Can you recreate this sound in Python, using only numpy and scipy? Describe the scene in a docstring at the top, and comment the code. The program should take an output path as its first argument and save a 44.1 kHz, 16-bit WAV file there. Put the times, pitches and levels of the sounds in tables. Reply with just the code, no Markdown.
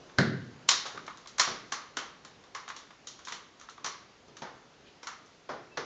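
"""Banquet hall, hard dance floor: a rifle drill team, some metres from one small microphone.
A soft tap, then a rifle butt slams on the floor; slaps and catches of rifles, more taps, clicks and
heel strikes follow. Each blow is a burst of noise contacts that rings resonant peaks and is answered by
a noise-built hall. A faint sole squeak (gliding sine) and a sleeve swish (band noise) are heard too;
behind lies filtered noise, the hush of air and diners."""
import sys
import numpy as np
from scipy import signal
from scipy.io import wavfile
from scipy.ndimage import uniform_filter1d

SR = 44100
rng = np.random.default_rng(int(sys.argv[2]) if len(sys.argv) > 2 else 0)


def master(y):
    """Save y as 16-bit WAV."""
    cut = np.clip(np.atleast_2d(y).T, -1, 1)
    pcm = np.round(cut * 32767)  # scale
    wavfile.write(sys.argv[1], SR, pcm.astype(np.int16))


N = 257979

# In all blow tables, levels are before the band trims and describe the bands: bass, mid, treble.
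# The butt on the floor: t/s, mid level/dB, treble re mid/dB, wood knock f/Hz, metal clack f/Hz
BUTT_SLAM = (0.185, -13, -10, 1570, 4100)
# Broad colour of the slammed floor: f/Hz, level/dB
FLOOR_COLOUR = [(35, -25), (70, -7.5), (115, 5.5), (170, 5), (260, 2.5), (400, -0.5), (650, -10),
                (900, -19), (1300, -16.5), (1550, -9.5), (2050, -14.5), (2500, -27), (4100, -15),
                (7000, -25.5)]
# Ringing of the floor panels, also under the heels: f/Hz, width/Hz, level/dB before ring gain and spread
FLOOR_MODES = [(122, 15, -1), (141, 24, 4), (186, 21, -2.5), (235, 31, -0.5), (255, 25, 1), (373, 30, 0)]


def butt_slam():
    """One hard, short contact makes the floor panels boom."""
    out = np.zeros(N)
    s, db, treble_db, knock_hz, clack_hz = BUTT_SLAM
    start_s, sound = blow(
        s, db, FLOOR_COLOUR, FLOOR_MODES, bass_db=-7.5, treble_db=treble_db,
        knock_hz=knock_hz, clack_hz=clack_hz, contact_s=.0013, wet_db=-1.5,
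        ring_db=5.5, knock_db=-3, knock_width=260, clack_db=-1.5, trim_db=[-1.5, -9, -7])
    add(out, start_s, sound)
    return out


# Slaps and catches: t/s, mid level/dB, bass re mid/dB, treble re mid/dB, wood knock f/Hz, metal clack f/Hz
RIFLE_HITS = [(0.688, -18, -22, 8.5, 1160, 3840), (0.713, -27, -17, 2, 1150, 5280),
              (1.382, -29.5, -20, 1.5, 1060, 6400), (1.396, -15.5, -24, 2.5, 1200, 5630),
              (1.721, -25, -18, -2, 1170, 5990), (1.969, -25.5, -11.5, -3, 1350, 3130),
              (2.248, -44, -8, 0, 1750, 3840), (2.437, -52, -10, -5, 1090, 3700),
              (2.548, -29.5, -30, -7, 1050, 5630), (2.763, -40.5, -22, 2, 1260, 3500),
              (3.282, -34.5, -25, -1.5, 990, 3460), (3.321, -33, -14, 0, 1180, 3030),
              (3.844, -29, -15, -0.5, 1100, 5790), (3.86, -29, -16, -0.5, 1080, 5700),
              (5.03, -40.5, -8.5, -1.5, 1090, 5460), (5.07, -30, -26, -5, 1290, 5960)]
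# Broad colour of a struck rifle, also under the gloves: f/Hz, level/dB
RIFLE_COLOUR = [(50, -31), (150, -18.5), (350, -13.5), (650, -11), (880, -5.5), (1150, -3.5), (1550, -5.5),
                (2100, -5.5), (2600, -10.5), (3700, -6), (5500, -6.5), (6900, -4.5), (8000, -11.5)]
# Ringing of stock, barrel and bayonet, also for gloves and fittings:
# f/Hz, width/Hz, level/dB before ring gain and spread
RIFLE_MODES = [(1120, 167, -1.5), (2150, 43, -5), (3100, 110, -3), (3560, 79, -8), (4270, 33, -6.5),
               (4270, 300, -2.5), (5155, 150, -4), (5730, 280, 1), (6290, 74, -4.5), (7200, 74, -7),
               (6990, 100, -10.5), (7410, 28, -10)]


def rifles():
    """Slaps and catches ring the wooden stocks, with the clack of the metal parts."""
    out = np.zeros(N)
    for s, db, bass_db, treble_db, knock_hz, clack_hz in RIFLE_HITS:
        start_s, sound = blow(
            s, db, RIFLE_COLOUR, RIFLE_MODES, bass_db, treble_db,
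            knock_hz, clack_hz, contact_s=.0023, wet_db=-.3,
            ring_db=4, knock_db=4, knock_width=220, clack_db=5, trim_db=[-8.5, -9, -7.5])
        add(out, start_s, sound)
    return out


# Heel strikes: t/s, mid level/dB, bass re mid/dB, treble re mid/dB, floor knock f/Hz,
# hall re direct level/dB before the nearness of loud blows
HEELS = [(0.853, -33, -23, -4.5, 856, 2.2), (0.945, -42, -4.5, -12, 1300, 5.9),
         (1.473, -29, -12, -1.5, 700, 4.5), (4.28, -55.5, 1.5, 0.5, 414, 1.7),
         (4.419, -31, -12.5, -9, 820, 2.5), (5.49, -27, -15, -15.5, 670, 9),
         (5.772, -25, -15.5, -6.5, 450, 1.7)]
# Broad colour of a heel on the floor: f/Hz, level/dB
HEEL_COLOUR = [(50, -16), (100, -7.5), (150, -2.5), (260, -2), (420, 1.5), (650, -2), (850, -3),
               (1300, -2.5), (1900, -9), (2600, -17), (3600, -16), (6000, -16.5), (8000, -34)]


def heels():
    """Heels ring the floor panels, each with its own share of hall."""
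    out = np.zeros(N)
    for s, db, bass_db, treble_db, knock_hz, wet_db in HEELS:
        start_s, sound = blow(
            s, db, HEEL_COLOUR, FLOOR_MODES, bass_db, treble_db,
            knock_hz, clack_hz=3400, contact_s=.0024, wet_db=wet_db,
            ring_db=-0.5, knock_db=0.5, knock_width=220, clack_db=-3.5, trim_db=[-3.5, -9.3, -9])
        add(out, start_s, sound)
    return out


# Gloved hands on bare wood: t/s, mid level/dB, treble re mid/dB, wood knock f/Hz
GLOVE_TAPS = [(0.096, -48, -12, 1490), (0.975, -32, -15, 1250), (1.078, -31, -23, 1040),
              (1.258, -43, -12, 1150), (2.678, -36, -9, 894), (2.7, -33, -14, 1150),
              (2.905, -46, -11, 1270), (3.271, -36, -6, 926), (3.687, -38, -16, 1300),
              (3.778, -41, -20, 1050)]


def gloves():
    """Soft, short taps on the stocks, weak in bass and treble."""
    out = np.zeros(N)
    for s, db, treble_db, knock_hz in GLOVE_TAPS:
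        start_s, sound = blow(
            s, db, RIFLE_COLOUR, RIFLE_MODES, bass_db=-22, treble_db=treble_db,
            knock_hz=knock_hz, clack_hz=3650, contact_s=.0018, wet_db=-4.5,
            ring_db=0, knock_db=1, knock_width=260, clack_db=6, trim_db=[-9, -9, -9.5])
        add(out, start_s, sound)
    return out


# Light clicks of sling swivels and bolts: t/s, treble level/dB, mid re treble/dB
FITTING_CLICKS = [(0.862, -33, 0.5), (1.065, -44, -3), (1.172, -46, 0), (1.273, -38.5, -13),
                  (2.687, -39, 3), (3.071, -31.5, -13), (3.19, -47, 3), (3.25, -38, -15), (3.597, -47, -5),
                  (3.612, -47, 5), (3.696, -43, -8), (4.368, -41.5, -1), (5.26, -53, -12)]
# Broad colour of the small metal parts: f/Hz, level/dB
FITTING_COLOUR = [(100, -23), (700, -17.5), (1200, 1), (2500, -7), (3700, -1), (5000, -5.5), (6500, 0),
                  (8000, -9.5)]


def fittings():
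    """Loose metal parts click on their own, with hardly any knock from the stock."""
    out = np.zeros(N)
    for s, db, mid_db in FITTING_CLICKS:
        start_s, sound = blow(
            s, db + mid_db, FITTING_COLOUR, RIFLE_MODES, bass_db=-20, treble_db=-mid_db,
            knock_hz=1200, clack_hz=6400, contact_s=.0015, wet_db=-.3,
            ring_db=1.5, knock_db=-10, knock_width=220, clack_db=-9, trim_db=[-12, -11, -8.5])
        add(out, start_s, sound)
    return out


# A sole twists: t/s, length/s, start f/Hz, end f/Hz, peak level/dB before the hall
SQUEAK = (5.705, .04, 2685, 2593, -57)


def squeak():
    """A twisting sole squeaks: one faint, slightly falling sine tone in the hall."""
    s, length_s, start_hz, end_hz, db = SQUEAK
    hz = np.linspace(start_hz, end_hz, int(length_s * SR))
    phase = 2 * np.pi * np.cumsum(hz) / SR
    tone = amp(db) * np.hanning(len(hz)) * np.sin(phase)
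    out = np.zeros(N)
    add(out, s, signal.fftconvolve(tone, sum(hall(wet_db=0))))
    return out


# Cloth brushes past: t/s, length/s, low f/Hz, high f/Hz, RMS level/dB before the fade and the hall
SLEEVE = (4.84, .07, 2000, 4300, -58)


def sleeve():
    """A uniform sleeve swishes as a rifle swings to the shoulder: band noise that swells and fades."""
    s, length_s, low_hz, high_hz, db = SLEEVE
    band = signal.butter(2, [low_hz, high_hz], "band", fs=SR, output="sos")
    rub = signal.sosfilt(band, rng.standard_normal(int(length_s * SR)))
    swish = amp(db) * np.hanning(len(rub)) * rub / rms(rub)
    out = np.zeros(N)
    add(out, s, signal.fftconvolve(swish, sum(hall(wet_db=-2))))
    return out


# Spectrum of the hush: f/Hz, relative level/dB per Hz
HUSH = [(20, -26.5), (50, -4.5), (90, -5.5), (130, -2), (260, -1.5), (450, -1.5), (700, -5), (1200, -7.5),
        (2300, -11.5), (4000, -14), (6500, -17), (8800, -26), (11000, -69.5)]
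HUSH_DB = -55.5  # RMS level before the stir
STIR_DB, SETTLE_S = 3.5, 1.6  # extra level at the start, and its time constant


def hush(patchy_db=1.0):
    """Ventilation and seated diners: noise with drifting patches, louder at first as the diners settle."""
    hz, t, z = signal.stft(rng.standard_normal(N), SR, nperseg=2048, noverlap=1536)
    patches = uniform_filter1d(rng.standard_normal(z.shape), size=24, axis=0)
    patches = uniform_filter1d(patches, size=10, axis=1)
    z *= amp(read(HUSH, hz)[:, None] + patchy_db * patches / rms(patches))
    air = signal.istft(z, SR, nperseg=2048, noverlap=1536)[1][:N]
    stir_db = STIR_DB * np.exp(-np.arange(N) / SR / SETTLE_S)
    return amp(HUSH_DB + stir_db) * air / rms(air)


LEAD_S = .012  # a blow begins this long before its main contact
BASS_EDGE_HZ, TREBLE_EDGE_HZ = 560, 2600  # crossovers between bass, mid and treble


def blow(s, level_db, colour, modes, bass_db, treble_db, knock_hz, clack_hz, contact_s, wet_db,
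         ring_db, knock_db, knock_width, clack_db, trim_db,
         clack_width=450, detune=0.006, spread_db=2.0, softness=0.38, nearness=0.087):
    """The contacts ring a body in the hall; weight and hardness of the blow set bass and treble."""
    # each grip and striking point favours other modes
    peaks = []
    for (hz, width, db), (level, pitch) in zip(modes, rng.standard_normal((len(modes), 2))):
        peaks.append((hz * (1 + detune * pitch), width, db + ring_db + spread_db * level))
    # a soft, dull blow brings out the knock of the wood
    peaks.append((knock_hz, knock_width, knock_db - softness * treble_db))
    peaks.append((clack_hz, clack_width, clack_db))

    def body(f):
        ringing = sum(amp(db) ** 2 / (1 + (2 * (f - hz) / width) ** 2) for hz, width, db in peaks)
        return amp(read(colour, f)) * np.sqrt(1 + ringing)

    # the loudest blows are nearest, so driest
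    paths, tail = hall(wet_db - nearness * max(level_db + 33.5, 0))
    # the tail gathers sound from all directions, so the pattern of the contacts is lost in it
    lead = round(LEAD_S * SR)
    arrivals = np.pad(tail, (lead, 0))
    add(arrivals, 0, signal.fftconvolve(paths[:SR // 20], contacts(contact_s)))
    sound = coloured(arrivals, body)
    bass, rest = split(sound, BASS_EDGE_HZ)
    bands = [bass, *split(rest, TREBLE_EDGE_HZ)]
    # each band is levelled by its RMS from the lead to 1/30 s after the main contact
    attack = lead + SR // 30
    gains = amp(level_db + np.array([bass_db, 0, treble_db]) + trim_db)
    return s - LEAD_S, sum(gain * band / rms(band[:attack]) for gain, band in zip(gains, bands))


def contacts(contact_s, chatter=1.39, touch_db=-18, touch_s=0.0032,
             rattle_db=-11, rattle_s=0.044, count=4):
    """Force of one blow: a light first touch, the main burst of tiny contacts, then loose parts bouncing."""
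    t = np.arange(SR // 10) / SR - LEAD_S
    burst = np.maximum(t, 0) / max(contact_s, .0002)
    shape = burst * np.exp(1 - burst)
    shape += amp(touch_db) * np.exp(-abs(t) / touch_s)
    for delay in rng.uniform(0.0056, .055, count):
        bounce = np.exp(-abs(t - delay) / 0.0016)
        shape += amp(rattle_db) * np.exp(-delay / rattle_s) * bounce
    grains = rng.standard_normal(len(t))
    # a power above 1 makes the grains spikier
    force = np.sign(grains) * abs(grains) ** chatter * shape
    return force / np.linalg.norm(force)


# Time of the hall's main decay by 60 dB: f/Hz, t/s
HALL_T60 = [(100, 0.77), (260, 0.75), (700, 0.41), (1800, 0.54), (4800, 0.44), (8000, 0.29)]


def hall(wet_db, build_s=.0025, bass_cycles=1.2, early_db=-13, late_db=-28, late_stretch=3.7,
         count=6, size=32768):
    """Direct sound with a few bounces off floor and ceiling, and a dense tail whose bass swells late."""
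    hz, t, z = signal.stft(rng.standard_normal(size), SR, nperseg=256)
    swell = 1 - np.exp(-np.outer(hz + 50, t + .002) / bass_cycles)
    fall_db = -60 * t / read(HALL_T60, hz)[:, None]
    # the far end of the hall holds a faint, longer echo
    decay = np.hypot(amp(fall_db), amp(late_db + fall_db / late_stretch))
    tail = signal.istft(z * swell * decay, SR)[1][:size]
    tail *= 1 - np.exp(-np.arange(size) / SR / build_s)
    paths = signal.unit_impulse(size)
    for delay, sign in zip(rng.uniform(.003, .03, count), rng.choice([-1, 1], count)):
        paths[int(delay * SR)] += sign * amp(early_db) * np.exp(-delay / 0.061)
    return paths, amp(wet_db) * tail / np.linalg.norm(tail)


def amp(db):
    """Decibels to gain."""
    return 10 ** (np.asarray(db) / 20)


def rms(x):
    """Root mean square."""
    return np.sqrt(np.mean(x ** 2) + 1e-20)


def read(points, hz):
    """Joins (Hz, value) points on a log-frequency axis."""
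    f, value = np.transpose(points)
    return np.interp(np.log(hz + 1), np.log(f + 1), value)


def add(mix, s, sound):
    """Mixes a sound in at time s, which may lie before the start."""
    at = round(s * SR)
    sound = sound[max(-at, 0):]
    part = mix[max(at, 0):][:len(sound)]
    part += sound[:len(part)]


def coloured(x, gain_at, size=6144):
    """Causal minimum-phase filter with the gain gain_at(Hz): peaks ring after the blow, never before."""
    hz = abs(np.fft.fftfreq(size, 1 / SR))
    log_gain = np.log(np.maximum(gain_at(hz), 1e-5))
    taps = np.fft.ifft(np.exp(np.conj(signal.hilbert(log_gain)))).real[:size // 2]
    return signal.fftconvolve(x, taps)[:len(x)]


def split(x, hz):
    """Crossover: the parts below and above hz, each filtered twice for a steeper slope."""
    halves = [signal.butter(2, hz, kind, fs=SR, output="sos") for kind in ("low", "high")]
    return [signal.sosfilt(sos, signal.sosfilt(sos, x)) for sos in halves]


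def scene():
    """Everything that reaches the one microphone."""
    blows = butt_slam() + rifles() + heels() + gloves() + fittings()
    return (blows + squeak() + sleeve() + hush())[None]


# Response of the small microphone: f/Hz, level/dB
MICROPHONE = [(30, -4), (6800, -3.5), (7400, -8), (7900, -20), (8600, -24.5), (9200, -29.5)]
EDGE_HZ = 9000  # band limit


def record(dry):
    """A small microphone that loses the top treble, then the band limit."""
    heard = coloured(dry[0], lambda f: amp(read(MICROPHONE, f)))
    band_limit = signal.firwin(511, EDGE_HZ, window=("kaiser", 9), fs=SR)
    return signal.oaconvolve(heard, band_limit, "same")[None]


dry = scene()
out = record(dry)
master(out)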